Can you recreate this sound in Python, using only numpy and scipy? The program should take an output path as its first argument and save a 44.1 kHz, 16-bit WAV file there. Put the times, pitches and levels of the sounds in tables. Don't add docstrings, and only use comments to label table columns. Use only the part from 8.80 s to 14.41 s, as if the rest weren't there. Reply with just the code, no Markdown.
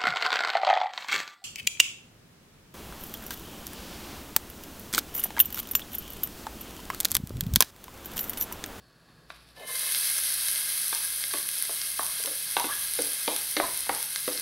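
import sys
import numpy as np
from scipy import signal
from scipy.fft import rfft, irfft, next_fast_len
from scipy.io import wavfile
from scipy.ndimage import map_coordinates

SR = 44100
rng = np.random.default_rng(int(sys.argv[2]) if len(sys.argv) > 2 else 0)


def materialize(psi):
    bounded = np.clip(np.atleast_2d(psi).T, -1, 1)
    quanta = np.round(bounded * 32767).astype(np.int16)
    wavfile.write(sys.argv[1], SR, quanta)


N = 247515


def amp(db):
    return 10 ** (np.asarray(db) / 20)


def unit(x):
    return x / np.sqrt(np.mean(x ** 2) + 1e-20)


def along(points, hz):
    freqs, values = np.transpose(points)
    return np.interp(np.log(hz + 1), np.log(freqs + 1), values)


def wobble(rate):
    knots = rng.standard_normal(int(N * rate / SR) + 4)
    return map_coordinates(knots, [np.arange(N) * rate / SR])


def bursts(rate, spread_db):
    hit = rng.random(N) < rate / SR
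    return unit(hit * rng.choice([-1, 1], N) * amp(spread_db * np.minimum(rng.exponential(size=N), 5)))


def envelope(rows, attack_s, release_s):
    t = np.arange(N) / SR
    return sum(amp(db) * np.exp(np.minimum(0, np.minimum((t - s) / attack_s, (s + hold - t) / release_s)))
               for s, db, hold in rows)


def coloured(x, spectrum, peaks=()):
    size = next_fast_len(N + SR // 2)
    size += size % 2
    hz = np.fft.rfftfreq(size, 1 / SR)
    resonances_db = sum(lift / (1 + (2 * (hz - centre) / width) ** 2) for centre, width, lift in peaks)
    gain = unit(amp(along(spectrum, hz) + resonances_db))
    cepstrum = irfft(np.log(gain + 1e-5), size)
    cepstrum[1:size // 2] *= 2
    cepstrum[size // 2 + 1:] = 0
    return irfft(rfft(x, size) * np.exp(rfft(cepstrum)), size)[..., :N]


# time in seconds, level in dB.
FRYING_VIGOUR = [(.74, -97), (.8, -56), (.85, -54), (.875, -38.5), (.96, -32), (1.04, -31), (1.14, -27.5),
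                 (1.27, -27.5), (1.61, -28), (1.9, -29), (2.5, -32), (2.9, -31.5), (3.82, -33), (4.3, -31),
                 (4.56, -31.5), (4.81, -33), (5.61, -33)]
# frequency in Hz, relative level in dB.
FIZZ_SPECTRUM = [(3530, -42.5), (6000, -14), (6320, -11.5), (7200, -35), (8400, -6.5), (10200, 0),
                 (13000, -7), (15100, -17), (15800, -11)]
BODY_SPECTRUM = [(150, -60), (250, -27), (623, -12.5), (764, -13.5), (1620, -3), (2140, -6), (2370, -6.5),
                 (4960, 3), (7120, -7.5), (8000, -2.5), (10400, -17.5), (17600, -120)]
# frequency in Hz, width in Hz, lift in dB.
LOADED_POT_MODES = [(575, 27, 7), (1627, 86, 8.5), (2117, 170, 10.5), (2580, 108, 8.5), (3220, 290, 6),
                    (4030, 680, 4)]
def sizzle():
    body_db, small_spits_per_s = -7, 12
    times, levels = np.transpose(FRYING_VIGOUR)
    vigour = amp(np.interp(np.arange(N) / SR, times, levels, left=-200))
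    shared = bursts(900, spread_db=3)
    surge = wobble(14)
    fizz = unit(0.7 * shared + 0.49 * bursts(2500, spread_db=0) + 0.74 * rng.standard_normal(N))
    body = unit(0.24 * shared + 0.45 * bursts(1200, spread_db=2.5) + 0.9 * rng.standard_normal(N))
    fizz += amp(-20.5) * bursts(small_spits_per_s, spread_db=3)
    body += amp(-22.5) * bursts(small_spits_per_s, spread_db=2)
    fizz *= vigour * amp(0.52 * surge + 0.41 * wobble(45))
    body *= vigour * amp(body_db + 0.8 * surge + 0.54 * wobble(29.9))
    fizz_spits, body_spits = spits()
    bright = coloured(fizz + fizz_spits, FIZZ_SPECTRUM)
    return bright + coloured(body + body_spits, BODY_SPECTRUM, LOADED_POT_MODES)


# start in seconds, energy in the fizz in dB, energy in the body in dB.
LOUD_SPITS = [(.9565, -14, -12), (1.122, -25, -14), (1.1481, -13, -6.5), (1.2998, 1.5, -27),
              (1.386, -4, -8), (1.6847, -2.5, -8.5), (1.759, -8, -7), (1.904, -25, -18), (2.0812, -3, -24),
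              (2.1491, -4, -11), (2.4074, -30, -10), (2.4393, -20, -6.5), (2.5118, -22, -16),
              (2.586, -5.5, -23), (2.6895, 0.5, -9.5), (2.8247, 1, -13), (2.852, -25, -9),
              (3.0159, -19, -8.5), (3.2654, -3, -12.5), (3.4381, -7, -9), (3.4592, -4, -11),
              (3.7122, -6, -34), (3.7983, 0.5, -12), (4.1118, -6, -28), (4.1368, -5, -13), (4.153, -6, -30),
              (4.2212, 0.5, -22), (4.5632, -4, -7), (4.712, -3, -30), (4.9753, -5.5, -24),
              (5.006, -6.5, -30), (5.1493, -3.5, -15), (5.2279, -3, -15), (5.3601, -17, -1.5),
              (5.5311, -9, -13), (5.5763, -23, -8.5), (5.5977, -4.5, -21)]
def spits(t60_s=0.0037):
    fizz, body = np.zeros((2, N))
    t = np.arange(SR // 200) / SR
    for start, fizz_db, body_db in LOUD_SPITS:
        sputter = rng.standard_normal(len(t)) * amp(-60 * t / t60_s)
        sputter /= np.linalg.norm(sputter)
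        fizz[round(start * SR):][:len(t)] += amp(fizz_db) * sputter
        body[round(start * SR):][:len(t)] += amp(body_db) * sputter
    return fizz, body


# frequency in Hz, relative level in dB, 60 dB decay time in seconds.
BOWL_MODES = [(298, -10, 0.13), (415, -19.5, 0.083), (496.6, -0.5, 0.031), (583, -10, 0.051),
              (665, -3.5, 0.028), (774, -0.5, 0.025), (928, -0.5, 0.023), (1070, 7, 0.0098),
              (1225, 4, 0.0091), (1498, 3.5, 0.011), (1706, -11.5, 0.023), (1825, -6.5, 0.01),
              (2134, -5.5, 0.02), (2680, -3.5, 0.01), (3050, 0, 0.0052), (3620, 7.5, 0.0052),
              (3810, -11, 0.014), (4420, -1.5, 0.0075), (5600, 2, 0.0042)]
def bowl_ring(t, best_hz, hard_db):
    fall_db_per_octave, hard_hz, soft_hz = 10, 1510, 4200
    ring = 0
    for hz, db, t60 in BOWL_MODES:
        strike = amp(-fall_db_per_octave * abs(np.log2(hz / best_hz)))
        strike += amp(hard_db) / (1 + (hard_hz / hz) ** 4)
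        strike /= 1 + (hz / soft_hz) ** 4
        rise = 1 - np.exp(-t * hz / 0.81)
        tone = np.sin(2 * np.pi * hz * rng.normal(1, 0.035) * t)
        decay = amp(db + rng.normal(0, 1.5) - 60 * t / t60)
        ring += strike * decay * rise * tone
    return ring


# start in seconds, rms level of the knock's onset in dB,
# best excited pitch in Hz, hardness in dB, rattle relative to the impact in dB.
BOWL_RAPS = [(.288, -60.5, 900, 9, -26), (0.503, -38.5, 2050, -2, -52), (2.1282, -29.5, 1210, 3.5, -35),
             (2.24, -47, 1200, 6, -35), (2.5372, -29.5, 445, -2, -41), (2.895, -39, 534, -17, -31.5),
             (3.194, -26.5, 1100, -21, -34), (3.398, -45.5, 426, -5, -43), (3.447, -46, 500, -18, -21.5),
             (3.474, -38.5, 500, -14, -30.5), (3.7675, -18.5, 1200, -1.5, -48),
             (3.843, -29.5, 405, -2.5, -45), (4.1894, -25.5, 530, -7, -34.5),
             (4.478, -21.5, 533, -1.5, -34.5), (4.767, -22, 430, 3.5, -37.5),
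             (4.8003, -20.5, 730, -29, -50), (5.067, -40.5, 1600, -3, -32), (5.0934, -18.5, 970, -19, -45),
             (5.478, -26, 560, -3.5, -35)]
def raps():
    onset_s, rattle_t60_s, fingers_t60_s, slap_t60_s, slap_db = 0.004, 0.27, 0.03, 0.01, -4.5
    out, t = np.zeros(N + SR), np.arange(SR // 4) / SR
    radiation = signal.butter(4, 250, "high", fs=SR, output="sos")
    skin = signal.butter(3, (222, 2000), "band", fs=SR, output="sos")
    for start, db, best_hz, hard_db, rattle_db in BOWL_RAPS:
        ring = bowl_ring(t, best_hz, hard_db)
        force = amp(rattle_db - 60 * t / rattle_t60_s) * rng.standard_normal(len(t))
        force += amp(-21 - 60 * t / fingers_t60_s) * rng.standard_normal(len(t))
        force[0] = 1
        knock = signal.sosfilt(radiation, signal.fftconvolve(force, ring)[:len(t)])
        slap = signal.sosfilt(skin, amp(-60 * t / slap_t60_s) * rng.standard_normal(len(t)))
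        knock, slap = (x / np.sqrt(np.mean(x[t < onset_s] ** 2)) for x in (knock, slap))
        out[round(start * SR):][:len(t)] += amp(db) * (knock + amp(slap_db) * slap)
    return out[:N]


# time of the peak in seconds, peak level in dB, pitch in Hz, length in seconds.
HOLLOW_TONES = [(3.231, -34, 1000, .012), (3.786, -30, 960, .03), (3.806, -27, 960, .035),
                (3.9, -31, 1150, .03), (3.926, -31, 1680, .03), (3.932, -38, 3300, .035),
                (4.518, -35, 850, .03), (4.84, -27, 960, .03), (4.89, -38, 960, .02)]
def hollow_tones(lead_s=0.1):
    out, t = np.zeros(N + SR), np.arange(SR // 4) / SR
    for peak_s, db, hz, length in HOLLOW_TONES:
        swell = np.exp(-0.5 * ((t - lead_s) / (0.3 * length)) ** 2)
        phase = 2 * np.pi * hz * t + np.cumsum(rng.normal(0, 0.1, len(t)))
        out[round((peak_s - lead_s) * SR):][:len(t)] += amp(db) * swell * np.sin(phase)
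    return out[:N]


# start in seconds, level in dB, hold in seconds.
CLUMPS = [(.764, -51, .012), (.8, -45.5, 0.074), (.892, -43, 0.061), (1.0, -46, 0.093)]
HEAVY_LUMPS = [(.77, -53, 0.018), (.805, -49.5, 0.042)]
# frequency in Hz, width in Hz, relative lift in dB.
BARE_POT_MODES = [(477, 24, -10), (640, 40, -11), (1058, 38, -3.5), (1753, 18, 7.5), (2094, 27, 3),
                  (2550, 23, -10), (3040, 18, 0), (3840, 130, -4.5), (4550, 18, -14), (5260, 36, -14)]
# frequency in Hz, relative level in dB.
PLOP_SPECTRUM = [(200, -24), (420, -5), (680, 0), (1100, -18), (2000, -31)]
def landing(attack_s=0.006, release_s=0.025):
    damping, ring_db = 2.4, 22
    patter = envelope(CLUMPS, attack_s, release_s) * bursts(1800, spread_db=3)
    plop = envelope(HEAVY_LUMPS, attack_s, release_s) * bursts(700, spread_db=2)
    steel = [(hz, damping * width, db + ring_db) for hz, width, db in BARE_POT_MODES]
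    patter_spectrum = [(150, -20), (500, -1.5), (3000, -5), (8000, -19)]
    return coloured(plop, PLOP_SPECTRUM) + coloured(patter, patter_spectrum, steel)


# start in seconds, level in dB, hold in seconds.
SLIPS = [(.5, -54.5, .005), (.52, -60.5, 0.19), (.765, -55.5, 0.031)]
# frequency in Hz, relative level in dB.
RUSTLE_SPECTRUM = [(410, -25), (700, -9), (757, -21), (1360, -14), (1410, -18), (2690, -14), (4950, -11.5),
                   (6850, -28), (10100, -17), (15500, -32)]
def slide():
    grains = unit(bursts(2100, spread_db=5) + 1.2 * rng.standard_normal(N))
    slipping = envelope(SLIPS, attack_s=0.0093, release_s=0.017) * amp(2 * wobble(30.2))
    return coloured(slipping * grains, RUSTLE_SPECTRUM)


# frequency in Hz, 60 dB decay time in seconds.
ROOM_DECAY = [(200, 0.35), (1000, 0.46), (4000, 0.81), (12000, 0.061)]
def room(x, block_s=0.3, delay_samples=300):
    out, step = np.zeros(N + SR), round(block_s * SR)
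    for start in range(0, N, step):
        hz, t, noise = signal.stft(rng.standard_normal(SR // 2), SR, nperseg=256)
        decay = amp(-60 * t / along(ROOM_DECAY, hz)[:, None])
        _, tail = signal.istft(noise * decay, SR, nperseg=256)
        wet = signal.fftconvolve(x[start:start + step], tail / np.linalg.norm(tail))
        out[start + delay_samples:][:len(wet)] += wet
    return out[:N]


# frequency in Hz, level in dB.
MOTOR_TONES = [(58.7, -66), (118.4, -67), (161.5, -68.5)]
def motors(waver_hz=1.16, waver_depth=0.7, waver_peak_s=0.63):
    t = np.arange(N) / SR
    lowest, *others = [amp(db) * np.sin(2 * np.pi * hz * t + 1.94) for hz, db in MOTOR_TONES]
    waver = 1 + waver_depth * np.cos(2 * np.pi * waver_hz * (t - waver_peak_s))
    return lowest * waver + sum(others)


# frequency in Hz, relative level in dB.
FAN_SPECTRUM = [(18, -60), (35, -10), (53, -9), (90, -15.5), (140, -6), (250, -10.5), (500, -14.5),
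                (900, -20), (1800, -18), (2100, -26.5), (3500, -25), (5000, -23.5), (5800, -31.5),
                (9000, -32.5), (15800, -38)]
# frequency in Hz, width in Hz, lift in dB.
FAN_WHIRS = [(1130, 49, 8), (1665, 76, 6), (2610, 70, 8), (3650, 70, 5), (4400, 300, 8), (11100, 230, 10)]
def fans(level_db=-60):
    return amp(level_db + wobble(4.83)) * coloured(rng.standard_normal(N), FAN_SPECTRUM, FAN_WHIRS)


def scene():
    raps_and_tones = raps() + hollow_tones()
    onion = sizzle() + slide() + landing()
    reverberation = room(amp(-9) * raps_and_tones + amp(-20) * onion)
    return np.tile(raps_and_tones + onion + reverberation + motors() + fans(), (2, 1))


def record(dry, top_hz=15750):
    side_spectrum = [(20, 0.5), (80, -9), (300, -18), (4000, -38), (8000, -40)]
    side = amp(-80.5) * coloured(rng.standard_normal(N), side_spectrum)
    size = next_fast_len(N + SR // 2)
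    passband = np.fft.rfftfreq(size, 1 / SR) < top_hz
    return irfft(rfft(dry + [side, -side], size) * passband, size)[:, :N]


dry = scene()
out = record(dry)
materialize(out)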